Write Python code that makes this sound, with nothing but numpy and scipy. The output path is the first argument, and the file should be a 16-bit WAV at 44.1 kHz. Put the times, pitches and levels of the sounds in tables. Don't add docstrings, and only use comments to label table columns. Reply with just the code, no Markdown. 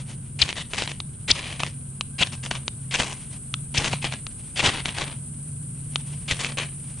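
import sys
import numpy as np
from scipy import signal
from scipy.fft import rfft, irfft
from scipy.io import wavfile

SR = 44100
rng = np.random.default_rng(int(sys.argv[2]) if len(sys.argv) > 2 else 0)


def int16_out(signal):
    q = np.round(np.clip(np.atleast_2d(signal).T, -1, 1) * 32767)
    wavfile.write(sys.argv[1], SR, q.astype(np.int16))


N = 308700
TIME = np.arange(N) / SR

# t/s, length/s, level/dB, body tilt/dB, fizz tilt/dB
FLARES = [(0.471, 0.037, -29, -2, -1.5), (0.554, 0.06, -32.5, -2.5, 2), (0.729, 0.03, -32, 2, 4),
          (0.767, 0.073, -28.5, -2, 3), (0.871, 0.048, -37, -2, 4), (1.353, 0.18, -35, 0.5, -1),
          (1.593, 0.016, -28, 0, 0), (1.638, 0.044, -35.5, 1, 3.5), (2.317, 0.016, -33, 1, 6),
          (2.427, 0.042, -35, 3, 7.5), (2.506, 0.0068, -24, 1.5, 5), (2.535, 0.039, -34, 0.5, -0.5),
          (2.98, 0.04, -23, 3.5, 4.5), (3.032, 0.099, -35.5, 4.5, 6.5), (3.79, 0.025, -27.5, 9.5, 4.5),
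          (3.832, 0.051, -25.5, 2.5, 3.5), (3.909, 0.033, -29.5, 0.5, 3.5), (4.014, 0.017, -30.5, -6, -0.5),
          (4.038, 0.028, -25.5, 1.5, 0.5), (4.112, 0.028, -30.5, -0.5, -2), (4.623, 0.013, -23, 8, 2),
          (4.633, 0.059, -18, 2.5, 1.5), (4.723, 0.078, -31.5, 2.5, -1), (4.85, 0.061, -33.5, 0.5, -2),
          (4.942, 0.013, -31.5, -1, -0.5), (4.965, 0.075, -28.5, 3.5, 1), (5.058, 0.071, -40.5, 4, -3),
          (6.391, 0.023, -26, 2, 7), (6.427, 0.043, -30, -1.5, 2), (6.478, 0.051, -38.5, 7, 5),
          (6.574, 0.055, -27, -1, -2.5)]


def amp(db):
    return 10 ** (np.asarray(db) / 20)


def unit(x):
    return x / np.sqrt(np.mean(x ** 2) + 1e-20)


def read(points, hz):
    f, value = np.transpose(points)
    return np.interp(np.log(hz + 1), np.log(f + 1), value)


def bins(x):
    return np.fft.rfftfreq(x.shape[-1], 1 / SR)


def shaped(x, db):
    return irfft(rfft(x) * amp(db), x.shape[-1])


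def add(mix, s, sound):
    part = mix[..., max(round(s * SR), 0):][..., :sound.shape[-1]]
    part += sound[..., :part.shape[-1]]


def wander(size, hz):
    noise = rng.standard_normal(size)
    return unit(irfft(rfft(noise) / (1 + (bins(noise) / hz) ** 4), size))


def air():
    # f/Hz, density/dB (relative)
    rumble = [(13, -44.5), (22, -17.5), (86, -10), (134, -6.5), (169, -11), (241, -16.5), (305, -25),
              (661, -39), (1030, -41), (1400, -40), (1610, -37.5), (1730, -57.5), (2190, -52),
              (6000, -69.5), (7800, -92.5), (13200, -120)]
    # f/Hz, coherence (1 = identical)
    likeness = [(60, 0.89), (130, 0.96), (260, 0.95), (550, 0.26), (1200, 0.1), (2400, 0.4), (6000, 0.2)]
    left, other = shaped(rng.standard_normal((2, N)), read(rumble, bins(TIME)))
    same = np.clip(read(likeness, bins(TIME)), -1, 1)
    right = irfft(same * rfft(left) + np.sqrt(1 - same ** 2) * rfft(other), N)
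    return amp(-40) * unit(np.array([left, right]))


def engine(hunt=0.01169, waver=0.55):
    # t/s, frequency of the sixth order before hunting f/Hz, level/dB
    course = [(0.0, 134, -37.5), (0.701, 144, -43.5), (2.401, 135, -38.5), (3.4, 136, -39.5),
              (4.0, 140, -33), (4.5, 141, -45.5), (5.6, 144, -35.5), (7.0, 140, -37.5)]
    # multiple of the shaft speed, level/dB (relative)
    orders = [(3, -33), (4, -8), (5, -4), (6, 5), (7, -11), (8, -31.5), (10, -12.5)]
    s, hz, db = np.transpose(course)
    hz = np.interp(TIME, s, hz) * (1 + hunt * wander(N, 2.445))
    shaft = 2 * np.pi * np.cumsum(hz / 6) / SR
    drone = np.zeros(N)
    for multiple, order_db in orders:
        phase = multiple * shaft + rng.uniform(0, 2 * np.pi) + waver * wander(N, 8.5)
        drone += amp(order_db) * np.sin(phase) * (1 + 0.29 * wander(N, 6.1))
    return amp(np.interp(TIME, s, db)) * unit(drone)


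def whistle(start_s=2.1, length_s=0.36, pitch_hz=1585, level_db=-59.5, waver=0.0053):
    out, size = np.zeros(N), int(length_s * SR)
    phase = 2 * np.pi * np.cumsum(pitch_hz * (1 + waver * wander(size, 30))) / SR
    add(out, start_s, amp(level_db) * signal.windows.tukey(size, 0.3) * np.sin(phase))
    return out


def insects(start_db=-44.5, full_db=-39.5, swell_s=4.0, shimmer_db=0.6959, lean_db=0.3):
    # f/Hz, density/dB (relative)
    chorus = [(5500, -31), (7000, -24), (7800, -11.5), (8400, -5), (9300, -1), (9800, -3), (10200, -19),
              (10600, -33)]
    hiss = unit(shaped(rng.standard_normal((2, N)), read(chorus, bins(TIME))))
    db = np.interp(TIME, [0, swell_s], [start_db, full_db]) + shimmer_db * wander(N, 30)
    return hiss * amp([db + lean_db, db - lean_db])


def scatter(x, decay_s, db, size=16384):
    t = np.arange(size) / SR
    tail = rng.standard_normal((2, size)) * np.exp(-t / decay_s) * (1 - np.exp(-2 * t / decay_s))
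    return amp(db) * signal.oaconvolve(x[None], tail / np.linalg.norm(tail[0]), axes=1)[:, :N]


def hands(x, shared_db=-10, apart_db=-11, reach_s=0.0018, count=5, size=256):
    x = np.pad(x, (0, size))
    delay = reach_s * rng.uniform(0.1, 1, (3, count, 1))
    sign = rng.choice([-1, 1], delay.shape)
    echoes = (sign * np.exp(-2j * np.pi * delay * bins(x))).sum(1) / np.sqrt(count)
    paths = 1 + amp(shared_db) * echoes[0] + amp(apart_db) * echoes[1:]
    heard = irfft(rfft(x) * paths, len(x))
    return heard * np.sqrt(np.mean(x ** 2) / np.mean(heard ** 2))


def grain(body_db=0, fizz_db=0, ring_hz=3000, ring_db=0, size=1024):
    # f/Hz, density/dB (relative)
    colour = [(150, -2.5), (300, -3.5), (450, -3.5), (700, -5), (950, -4), (1350, -8), (1700, -5.5),
              (2400, -1.5), (3100, -0.5), (4200, -7.5), (5400, -13), (7800, -14), (10200, -31),
              (13000, -89)]
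    sizzle_hz, sizzle_db = 8740, -17
    hz = np.fft.rfftfreq(size, 1 / SR)
    sizzle = amp(sizzle_db) / (1 + ((hz - sizzle_hz) / 1500) ** 2) * hz / sizzle_hz
    db = 20 * np.log10(np.hypot(amp(read(colour, hz)), sizzle) + 1e-5)
    db = db + read([(1100, body_db), (2400, 0)], hz) + read([(3800, 0), (5800, fizz_db)], hz)
    db = db + ring_db / (1 + ((hz / ring_hz - 1) / 0.16) ** 2)
    log_gain = np.log(amp(np.r_[db, db[-2:0:-1]]))
    click = np.fft.ifft(np.exp(np.conj(signal.hilbert(log_gain)))).real[:size // 2]
    return -click / np.linalg.norm(click)


def fractures(size, per_s, spread_db, smooth):
    chance, strength = rng.random(size), np.minimum(rng.exponential(1, size), 3.5)
    breaks = (chance < per_s / SR) * amp(spread_db * strength)
    return unit(unit(breaks - breaks.mean()) + smooth * rng.standard_normal(size))


def rustle(restless_db=-62.5, clump_db=2.5):
    # t/s at the height, length/s, level/dB before clumping
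    shifts = [(0.0, 0.086, -43), (0.107, 0.11, -47.5), (0.722, 0.06, -46), (3.206, 0.16, -53),
              (3.339, 0.083, -44.5), (4.511, 1, -58.5), (6.071, 0.51, -51.5), (6.916, 0.4, -54.5)]
    moving = np.zeros(N)
    for s, length, db in shifts:
        moving += amp(db) * np.cos(np.pi * np.clip((TIME - s) / length, -0.5, 0.5))
    level = np.hypot(amp(restless_db), moving) * amp(clump_db * wander(N, 25))
    drive = fractures(N, per_s=2200, spread_db=-1, smooth=0.63) * level
    return signal.oaconvolve(drive, grain(body_db=0.5, fizz_db=5.5))[:N]


def thumps(decay_s=0.0066, dead_hz=821.3, dead_s=0.00065, size=4096):
    # t/s, level of the pulse/dB, f/Hz, knock relative to the pulse/dB
    pushes = [(0.426, -16, 80.5, -9), (1.317, -16.5, 75, -17), (1.6337, -24.5, 175, 10.5),
              (2.208, -17, 136, -4), (2.5126, -28, 228, 15), (3.002, -25, 162, -8),
              (3.782, -11.5, 95.2, -24), (3.936, -19, 180, 12), (4.64, -20, 118, -9), (4.678, -14, 104, -1),
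              (6.321, -15, 104, -19)]
    out, t = np.zeros(N), np.arange(size) / SR
    for s, db, hz, knock_db in pushes:
        pulse = np.sin(2 * np.pi * hz * t) * np.exp(-t / decay_s)
        knock = amp(knock_db) * np.sin(2 * np.pi * dead_hz * t) * np.exp(-t / dead_s)
        add(out, s, amp(db) * (pulse + knock))
    return signal.sosfilt(signal.butter(2, 45, "highpass", fs=SR, output="sos"), out)


def taps(skid=0.028, skid_s=0.0032, size=1024):
    # t/s, level/dB
    contacts = [(1.0028, -12), (2.01, -5.5), (2.6802, -6.5), (3.5407, -7), (4.2676, -14), (5.9585, -3.5)]
    # f/Hz before detuning, level/dB (relative), t60/s before the cap
    modes = [(1254, 8.5, 0.027), (2810, 0, 0.014), (3310, 8, 0.0255), (4235, 1.5, 0.011),
             (5700, -6.5, 0.015), (6260, -35, 0.0063), (8342, -18, 0.0077), (8900, 2, 0.024)]
    out, t = np.zeros((2, N)), np.arange(size) / SR
    hz, mode_db, t60 = np.transpose(modes)[:, :, None]
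    decay = amp(mode_db - 60 * t / np.minimum(t60, 0.009))
    for s, db in contacts:
        detune, phase = 1 + 0.05 * rng.standard_normal(hz.shape), rng.random(hz.shape)
        ring = (decay * np.sin(2 * np.pi * (hz * detune * t + phase))).sum(0)
        contact = (t == 0) + skid * rng.standard_normal(size) * np.exp(-t / skid_s)
        tick = np.convolve(contact, grain(body_db=-3.5, fizz_db=5.0, ring_hz=3970, ring_db=7.5))[:size]
        tap = unit(tick) + 0.35 * unit(ring)
        tap = np.tanh(2 * tap / abs(tap).max())
        add(out, s, amp(db) * hands(tap))
    return out


def squeals(jitter=0.13, jitter_hz=1400, rough_db=2, edge=0.21, lean_db=2.0):
    # t/s, length/s, level before the lean/dB,
    # start f/Hz, top f/Hz, end f/Hz (all before jitter), share of the length before the top
    chatters = [(0.416, 0.015, -13, 3150, 4920, 2806, 0.11), (1.308, 0.011, -12.5, 2870, 5200, 3500, 0.53),
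                (2.2235, 0.013, -16, 2596, 3700, 2730, 0.55), (3.7696, 0.017, -23, 2200, 5790, 5400, 0.73),
                (4.594, 0.0142, -24, 2270, 3039, 2296, 0.373), (6.308, 0.006, -24.5, 1720, 3360, 2930, 1)]
    out = np.zeros((2, N))
    for s, length, db, start_hz, top_hz, end_hz, turn in chatters:
        size = int(length * SR)
        turns = [0, np.clip(turn, 0, 1), 1]
        hz = np.interp(np.linspace(0, 1, size), turns, [start_hz, top_hz, end_hz])
        phase = 2 * np.pi * np.cumsum(hz * (1 + jitter * wander(size, jitter_hz))) / SR
        tone = np.sin(phase) + amp(-22.5) * np.sin(2 * phase)
        chatter = tone * amp(rough_db * wander(size, 900))
        squeal = unit(chatter * signal.windows.tukey(size, edge))
        add(out, s, amp(db) * hands(squeal, shared_db=-16.0))
    return out * amp([[lean_db], [-lean_db]])


def spits(per_s=17, over_db=10.5, spread_db=2, debris_s=0.0011, count=6):
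    bursts = []
    for s, length, db, *_ in FLARES:
        for chance, place, strength in rng.random((count, 3)):
            if chance < per_s * length / count:
                peak_db = db + over_db + spread_db * (2 * strength - 1)
                bursts.append((s + place * length, peak_db, debris_s))
    return bursts


def snaps(debris=0.11, size=1500):
    # t/s, peak/dB, decay of the debris/s
    large = [(0.4921, -23, 0.001), (0.5284, -11, 0.00044), (0.5802, -18, 0.0022), (0.7348, -10.5, 0.0044),
             (0.7844, -13.5, 0.0065), (0.822, -8, 0.0028), (0.8764, -11.5, 0.001), (0.917, -15, 0.0012),
             (1.2878, -19, 0.0007), (1.5253, -23, 0.002), (1.603, -8.5, 0.0055), (1.6344, -4.5, 0.0016),
             (2.1952, -21.5, 0.001), (2.462, -18, 0.0012), (2.5126, -7, 0.0031), (3, -8, 0.0023),
             (3.0335, -11, 0.0034), (3.747, -11.5, 0.00098), (3.8448, -6, 0.00089), (3.8599, -15, 0.001),
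             (3.9317, -9, 0.00091), (4.044, -8, 0.0023), (4.5996, -16, 0.023), (4.8574, -4.5, 0.00161),
             (4.8907, -12.5, 0.0013), (6.447, -6, 0.00082), (6.573, -15, 0.00107)]
    out, t = np.zeros((2, N)), np.arange(size) / SR
    click = grain(body_db=-0.5, fizz_db=-2.5)
    for s, db, debris_s in large + spits():
        bits = debris * fractures(size, per_s=4000, spread_db=3.0, smooth=1.0) * np.exp(-t / debris_s)
        crack = hands(np.convolve((t == 0) + bits, click))
        add(out, s, amp(db) * crack / abs(crack).max())
    return out


def rasp(length, rise, fall, db, body_db, fizz_db, clump_db=1.75, clump_hz=260, ring_db=7, count=4):
    catch_s, catch_db, sag_db = 0.002, -10.5, -3.5
    slip_db, slip_hz = 1.57, 50
    t = np.arange(0, length + 3 * fall, 1 / SR)
    swell_db = catch_db * np.maximum(1 - t / rise, 0) + sag_db * (np.minimum(t / length, 1) - 0.5)
    release_db = -20 * np.maximum((t - length) / fall, 0) ** 0.67
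    force = np.minimum(t / catch_s, 1) * amp(swell_db + release_db)
    speed = amp(0.49 * (db + 28.5))
    hiss = 0.47 + np.clip(-body_db / 8, 0, 1)
    uneven_db = clump_db * wander(len(t), clump_hz) + slip_db * wander(len(t), slip_hz)
    grip = force * amp(uneven_db / np.sqrt(max(speed, 1)))
    spray = 0
    for ring_hz in np.geomspace(1500, 5200, count) * rng.uniform(0.8, 1.25, count):
        drive = grip * fractures(len(t), per_s=520 * speed, spread_db=4, smooth=hiss)
        torn = signal.fftconvolve(drive, grain(body_db, fizz_db, ring_hz, ring_db))
        side_db = rng.uniform(-0.38, 0.56) * np.array([[1], [-1]])
        spray = spray + amp(side_db) * hands(torn)
    return amp(db) * spray * np.linalg.norm(force) / np.linalg.norm(spray.mean(0))


def flares(rise_s=0.014, fall_s=0.035, linger=0.4):
    out = np.zeros((2, N))
    for s, length, db, body_db, fizz_db in FLARES:
        add(out, s, rasp(length, rise_s, fall_s + linger * length, db, body_db, fizz_db))
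    return out


def strokes():
    # t/s, time to the bite/s, slide level/dB,
    # bite length/s, bite level/dB, body tilt of the bite/dB, trail level/dB
    passes = [(0.388, 0.023, -27, 0.012, -21.5, -3, -34.5), (1.277, 0.021, -22.5, 0.012, -15.5, -5, -37),
              (2.181, 0.028, -24.5, 0.025, -21, 1, -38), (2.908, 0.028, -29, 0.023, -20.5, -2.5, -32),
              (3.74, 0.029, -27, 0.014, -19, -6.5, -31.5), (4.557, 0.033, -26.5, 0.013, -20.5, -1, -33),
              (6.278, 0.028, -27.5, 0.017, -20.5, -4.5, -36.5)]
    bite_rise = 0.0057
    out = np.zeros((2, N))
    for s, slide_s, slide_db, bite_s, bite_db, body_db, trail_db in passes:
        slide = rasp(slide_s, rise=0.016, fall=0.013, db=slide_db, body_db=-7.5, fizz_db=1.5)
        bite = rasp(bite_s, bite_rise, fall=0.016, db=bite_db, body_db=body_db, fizz_db=0.5)
        trail = rasp(0.051, bite_rise, fall=0.064, db=trail_db, body_db=1, fizz_db=5.5)
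        add(out, s, slide)
        add(out, s + slide_s, bite)
        add(out, s + slide_s + bite_s, trail)
    return out


def scene():
    # f/Hz, level difference/dB
    left_lead = [(300, 1.5), (600, 1.5), (1060, 5.5), (1900, 4), (3100, 0), (4400, 1.5), (6000, 5),
                 (10000, 1.5)]
    background = air() + engine() + whistle() + insects()
    work = rustle() + taps() + squeals() + snaps() + flares() + strokes()
    lead_db = read(left_lead, bins(work)) / 2
    direct = shaped(work, np.array([lead_db, -lead_db]))
    ground = scatter(work.mean(0), decay_s=0.002, db=-18)
    trees = scatter(work.mean(0), decay_s=0.04, db=-24)
    return background + thumps() + direct + ground + trees


def record(dry):
    held = dry / (1 + (dry / 0.85) ** 6) ** (1 / 6)
    low_pass = signal.firwin(301, 10350, window=("kaiser", 7), fs=SR)
    return signal.oaconvolve(held, low_pass[None], "same")


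dry = scene()
out = record(dry)
int16_out(out)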